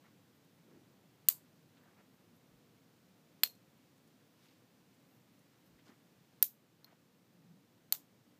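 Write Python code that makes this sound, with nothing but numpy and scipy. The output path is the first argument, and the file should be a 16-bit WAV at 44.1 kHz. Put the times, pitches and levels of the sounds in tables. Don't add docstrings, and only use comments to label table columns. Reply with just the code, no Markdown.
import sys
import numpy as np
from scipy import signal
from scipy.fft import rfft, irfft
from scipy.io import wavfile
from scipy.ndimage import uniform_filter1d

SR = 44100
rng = np.random.default_rng(int(sys.argv[2]) if len(sys.argv) > 2 else 0)


def log_audio(samples):
    frames = np.atleast_2d(samples).T
    limited = np.clip(frames, -1, 1)
    pcm = np.round(limited * 32767).astype(np.int16)
    wavfile.write(sys.argv[1], SR, pcm)


def natural_amplitude(level_db):
    exponent = np.asarray(level_db, float) / 20
    return 10 ** exponent


N = 370358

# (time [s], steel level [dB], plastic level [dB])
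SNAP_CONTACTS = [
    [(1.2859, -4, -4), (1.2865, -6, -12), (1.2871, -8.5, -12), (1.2877, -3.5, -7.5), (1.2892, -16, -9.5)],
    [(3.4344, -5, -5), (3.4350, -7.5, -4), (3.4360, -3, -8), (3.4373, -7, -11.5), (3.4393, -15, -18)],
    [(6.4259, -13.5, -9.5), (6.4261, -7.5, -10.5), (6.4269, -10.5, -19), (6.4277, -8.5, -12.5),
     (6.4289, -21, -8), (6.4298, -22, -21.5)],
    [(7.9237, -12, 3.5), (7.9245, -9.5, -28), (7.9252, -9, -18), (7.9261, -15.5, -8), (7.9280, -32, -22)],
]
# (frequency [Hz], level [dB per Hz])
SNAP_COLOURS = [
    [(120, -50), (350, -30.5), (1400, -25.5), (2620, -20.5), (2880, -11), (3120, -19.5), (4450, -16),
     (5850, -24), (7330, -7.5), (9640, -12.5), (10600, -12.5), (11300, -22.5), (13700, 6), (15100, -9),
     (16400, -43.5)],
    [(210, -47), (350, -30), (1700, -10), (3070, -8), (3390, -0.5), (3730, -13), (4310, 5), (4670, -7.5),
     (5230, -5), (6040, -33.5), (7100, -9.5), (10400, -20), (13100, 1.5), (15400, -11.5), (16400, -22)],
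    [(210, -65.5), (350, -36), (1510, -22.5), (1780, -21), (2060, -29), (2340, -22.5), (3390, -21.5),
     (3790, -17), (5140, -21.5), (5580, -23), (6760, -14.5), (10300, -13.5), (13500, 3), (15100, -2.5),
     (16400, -36)],
    [(330, -62), (600, -16), (2370, -20.5), (2910, -19), (4470, -3.5), (5100, -20), (6660, -12.5),
     (7270, -13), (7830, -4), (9920, -13.5), (10400, -11), (12200, -5.5), (13300, 4), (15400, -6),
     (16400, -45)],
]
# (frequency [Hz], level [dB per Hz])
WALL_COLOURS = [
    [(500, -34), (1000, -20), (2000, -20.5), (4200, -19), (4700, -9), (5200, -20.5), (7800, -10.5),
     (9000, -14.5), (12200, -12), (13100, 0), (13900, -7), (15300, -8)],
    [(500, -22.5), (1200, -29), (3300, -13), (3800, -17), (4300, -3.5), (5000, -14), (7000, -14),
     (10300, -21), (12200, -13), (13400, -0.5), (14300, -15), (15300, -17)],
    [(500, -45), (1200, -29), (3000, -20), (4300, -16.5), (5100, -16), (7000, -13), (9500, -16),
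     (12200, -9), (12900, 1.5), (14200, -3), (15300, -5)],
    [(500, -25.5), (1000, -17.5), (1500, -17.5), (4400, -13.5), (5200, -15), (7000, -10.5), (8500, -16),
     (12200, -16.5), (13200, -1), (14000, -6.5), (15300, -8)],
]
# (level [dB], hollow-tube ring [dB], room [dB], gap before the walls answer [s])
SNAP_STRENGTHS = [
    (9, -46, -12.5, .012),
    (7, -26, -14, 0.01),
    (8.5, -51, -13.5, 0.013),
    (3, -68, -12, 0.0126),
]
# (frequency [Hz], level [dB], decay T60 [s])
TUBE_MODES = [(4338, -2, .04), (4183, -22, .2)]
# (delay [s], level [dB])
WALL_ECHOES = [(0.0146, -26), (0.0186, -28.5), (.026, -27.5), (.039, -34)]
# (frequency [Hz], decay T60 [s])
ROOM_DECAY = [(500, 0.31), (1500, 0.097), (4300, 0.16), (8000, .17), (11000, 0.17), (14000, 0.15)]
# (frequency [Hz], level [dB], decay T60 [s])
LOOSE_ROD_MODES = [(4250, 1.5, 0.026), (4150, -9, 0.022), (4900, 5, 0.0028), (13440, -1, 0.018),
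                   (12800, -9.5, .015)]
TAP_S, TAP_DB = 6.8449, -49
# (time [s], level [dB])
NAIL_TICKS = [(.45, -76), (.8, -80), (3.555, -74), (3.98, -76), (4.08, -75), (4.945, -77), (5.395, -74)]
TICK_S, TICK_HZ, TICK_OCTAVES = 0.007, 8200, 1.6
# (time [s], length [s], level [dB])
BEAD_CHINKS = [(.36, .02, -81), (1.84, .012, -80), (2.145, .03, -81.5), (2.365, 0.021, -78),
               (3.78, .012, -84), (5.135, .08, -80.5), (5.67, .025, -77)]
CHINK_HZ, CHINK_OCTAVES = 13000, .2
# (time [s], length [s], level [dB], centre [Hz])
SKIN_BRUSHES = [(0.063, .043, -69, 1160), (.737, .1, -78, 1100), (1.778, .015, -71, 1990),
                (1.853, 0.14, -74, 1090), (5.67, .015, -77, 3700), (1.995, 0.035, -67.5, 990),
                (4.45, .046, -79, 8500), (4.469, 0.12, -73, 2680), (5.536, 0.041, -78, 1700),
                (5.80, .024, -72, 2000), (5.88, 0.046, -71, 3500), (5.896, .053, -67, 1020),
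                (6.889, .087, -70.5, 1080), (6.922, 0.018, -71, 1500)]
BRUSH_OCTAVES = 1.7
# (time [s], length [s], level [dB], centre [Hz])
BODY_BUMPS = [
    (0.749, 0.096, -63, 276),
    (1.882, .007, -69, 1200),
    (2.547, .046, -77, 60),
    (5.737, 0.082, -76, 70),
    (5.909, 0.031, -62, 230),
    (6.931, .007, -60, 550),
    (7.945, 0.018, -60, 1000),
    (7.949, .005, -56, 2600),
]
BUMP_OCTAVES = 1
# (time [s], length [s], level [dB])
FAR_THUDS = [
    (3.08, .05, -63.5),
    (7.5, 0.16, -60.5),
]
THUD_HZ, THUD_OCTAVES = 173, 0.26
# (time [s], level [dB])
RUMBLE_LEVEL = [(0, -67.5), (.37, -69), (.7, -66), (1.2, -68), (1.9, -67), (3.8, -68.5), (6.3, -68.5),
                (7.6, -67.5), (8.4, -68)]
# (frequency [Hz], level [dB per Hz])
RUMBLE_SPECTRUM = [(15, -72), (25, -33), (54, -30), (75, -21.5), (104, -4), (161, 0), (199, -2), (223, -3),
                   (275, -2), (405, -11), (492, -9), (608, -15.5), (1200, -25), (1560, -57), (2640, -120)]
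# (frequency [Hz], level [dB per Hz])
HISS_SPECTRUM = [(350, -28), (600, -2.5), (1400, -3), (4000, -7), (7500, -12), (9800, -16), (12500, -13),
                 (15300, -11)]
HISS_DB = -73
DUCK_AT_S, DUCK_DB, DUCK_ATTACK_S, DUCK_RELEASE_S = 6.43, -2.5, .03, 2.2


def contact_force(contacts, steel_hz=5800):
    t = np.arange(400) / SR
    steel, plastic = np.zeros((2, SR // 2))
    for s, steel_db, plastic_db in contacts:
        chatter = natural_amplitude(-13.5) * rng.standard_normal(400) * np.exp(-t / .0009)
        chatter[0] = 1
        since_first = s - contacts[0][0]
        add(steel, natural_amplitude(steel_db) * chatter, since_first)
        add(plastic, natural_amplitude(plastic_db) * chatter, since_first)
    return filtered(steel, 2, steel_hz, "high") + filtered(plastic, 2, steel_hz, "low")


def snap(contacts, colour, wall_colour, strength):
    level_db, tube_db, room_db, gap_s = strength
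    hz = np.arange(1025) * SR / 2048
    force = contact_force(contacts)
    force_db = 10 * np.log10(uniform_filter1d(abs(rfft(force[:2048])) ** 2, size=17))
    rods = natural_amplitude(19.5) * causal(at_hz(colour, hz) - force_db)
    direct = signal.fftconvolve(force, rods)[:SR // 2]

    click = np.zeros(SR // 2)
    click[0] = natural_amplitude(tube_db)
    tube = ring_modes(click, TUBE_MODES)

    to_walls = natural_amplitude(5) * tube
    add(to_walls, natural_amplitude(14) * causal(at_hz(wall_colour, hz)), 0)
    wet = natural_amplitude(room_db) * room(to_walls, gap_s)
    for delay_s, db in WALL_ECHOES:
        add(wet, natural_amplitude(db + rng.normal(0, 2.0)) * direct, delay_s)
    return natural_amplitude(level_db - 13) * filtered(direct + tube + wet, 2, 300, "high")


def room(x, gap_s):
    t = np.arange(len(x)) / SR
    response = np.zeros(len(x))
    edges = np.geomspace(400, 17000, num=13)
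    for low, high in zip(edges, edges[1:]):
        band = filtered(rng.standard_normal(len(x)), 2, [low, high], "band")
        fall_db = 60 * t / at_hz(ROOM_DECAY, np.sqrt(low * high))
        late_tail = natural_amplitude(-32.5 - 0.44 * fall_db)
        response += band * (natural_amplitude(-fall_db) + late_tail)
    walls = np.clip((t - gap_s) / .003 + 1, natural_amplitude(-12.5), 1)
    scatter = natural_amplitude(13.0) * np.exp(-t / 0.0031)
    return signal.fftconvolve(x, response * (walls + scatter) * natural_amplitude(-18.5))[:len(x)]


def tap():
    click = np.zeros(SR // 4)
    click[0] = natural_amplitude(TAP_DB)
    rod = filtered(ring_modes(click, LOOSE_ROD_MODES), 4, 3600, "high")
    return rod + natural_amplitude(-25) * room(rod, .011)


def hands():
    rubs = [(s, TICK_S, db, TICK_HZ, TICK_OCTAVES) for s, db in NAIL_TICKS]
    rubs += [(*row, CHINK_HZ, CHINK_OCTAVES) for row in BEAD_CHINKS]
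    rubs += [(*row, BRUSH_OCTAVES) for row in SKIN_BRUSHES]
    rubs += [(*row, BUMP_OCTAVES) for row in BODY_BUMPS]
    rubs += [(*row, THUD_HZ, THUD_OCTAVES) for row in FAR_THUDS]
    out = np.zeros(N + SR)
    for s, *shape in rubs:
        add(out, rub(*shape), s)
    return out[SR // 4:SR // 4 + N]


def rub(length_s, db, hz, octaves):
    edges = np.clip(hz * 2 ** (np.array([-.5, .5]) * octaves), 20, 16000)
    grain_db = 3.5 * np.repeat(rng.standard_normal(SR // 50), repeats=50)
    grains = rng.standard_normal(SR) * natural_amplitude(grain_db)
    noise = rms_one(filtered(grains, 2, edges, "band")[SR // 2:])
    t = np.arange(SR // 2) / SR - .25
    swell = np.exp(-2 * (t / length_s) ** 2)
    return natural_amplitude(db) * rms_one(noise * swell) * np.sqrt(np.mean(swell ** 2))


def background():
    s, level_db = np.transpose(RUMBLE_LEVEL)
    rumble = natural_amplitude(np.interp(np.arange(N) / SR, s, level_db)) * coloured(RUMBLE_SPECTRUM)
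    return rumble + natural_amplitude(HISS_DB) * coloured(HISS_SPECTRUM)


def coloured(spectrum):
    hz = np.arange(N // 2 + 1) * SR / N
    return rms_one(irfft(rfft(rng.standard_normal(N)) * natural_amplitude(at_hz(spectrum, hz)), N))


def ring_modes(click, modes):
    out = np.zeros(len(click))
    for hz, db, t60 in modes:
        r, w = natural_amplitude(-60 / (t60 * SR)), 2 * np.pi * hz / SR
        out += natural_amplitude(db) * signal.lfilter([0, np.sin(w)], [1, -2 * r * np.cos(w), r * r], click + 1e-18)
    return out


def causal(db):
    cepstrum = irfft(np.log(natural_amplitude(db)), 2048)
    cepstrum[1:1024] *= 2
    cepstrum[1025:] = 0
    return irfft(np.exp(rfft(cepstrum)), 2048)


def filtered(x, order, hz, kind):
    return signal.sosfilt(signal.butter(order, hz, kind, fs=SR, output="sos"), x)


def at_hz(points, hz):
    table_hz, values = np.transpose(points)
    return np.interp(np.log(hz + 1e-9), np.log(table_hz), values)


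def rms_one(x):
    return x / np.sqrt(np.mean(x ** 2) + 1e-20)


def add(out, sound, s):
    i = max(round(s * SR), 0)
    out[i:i + len(sound)] += sound[:len(out) - i]


def scene():
    out = background()
    for contacts, colour, wall_colour, strength in zip(SNAP_CONTACTS, SNAP_COLOURS, WALL_COLOURS, SNAP_STRENGTHS):
        add(out, snap(contacts, colour, wall_colour, strength), contacts[0][0])
    add(out, tap(), TAP_S)
    return (out + hands())[None]


def low_pass(x):
    return signal.sosfilt(signal.butter(12, 16540, fs=SR, output="sos"), x)


def record(dry):
    top_cut = signal.ellip(8, .5, 30, 15330, fs=SR, output="sos")
    since = np.maximum(np.arange(N) / SR - DUCK_AT_S, 0)
    duck = (1 - np.exp(-since / DUCK_ATTACK_S)) * np.exp(-since / DUCK_RELEASE_S)
    return low_pass(signal.sosfilt(top_cut, natural_amplitude(DUCK_DB * duck) * dry))


dry = scene()
out = record(dry)
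log_audio(out)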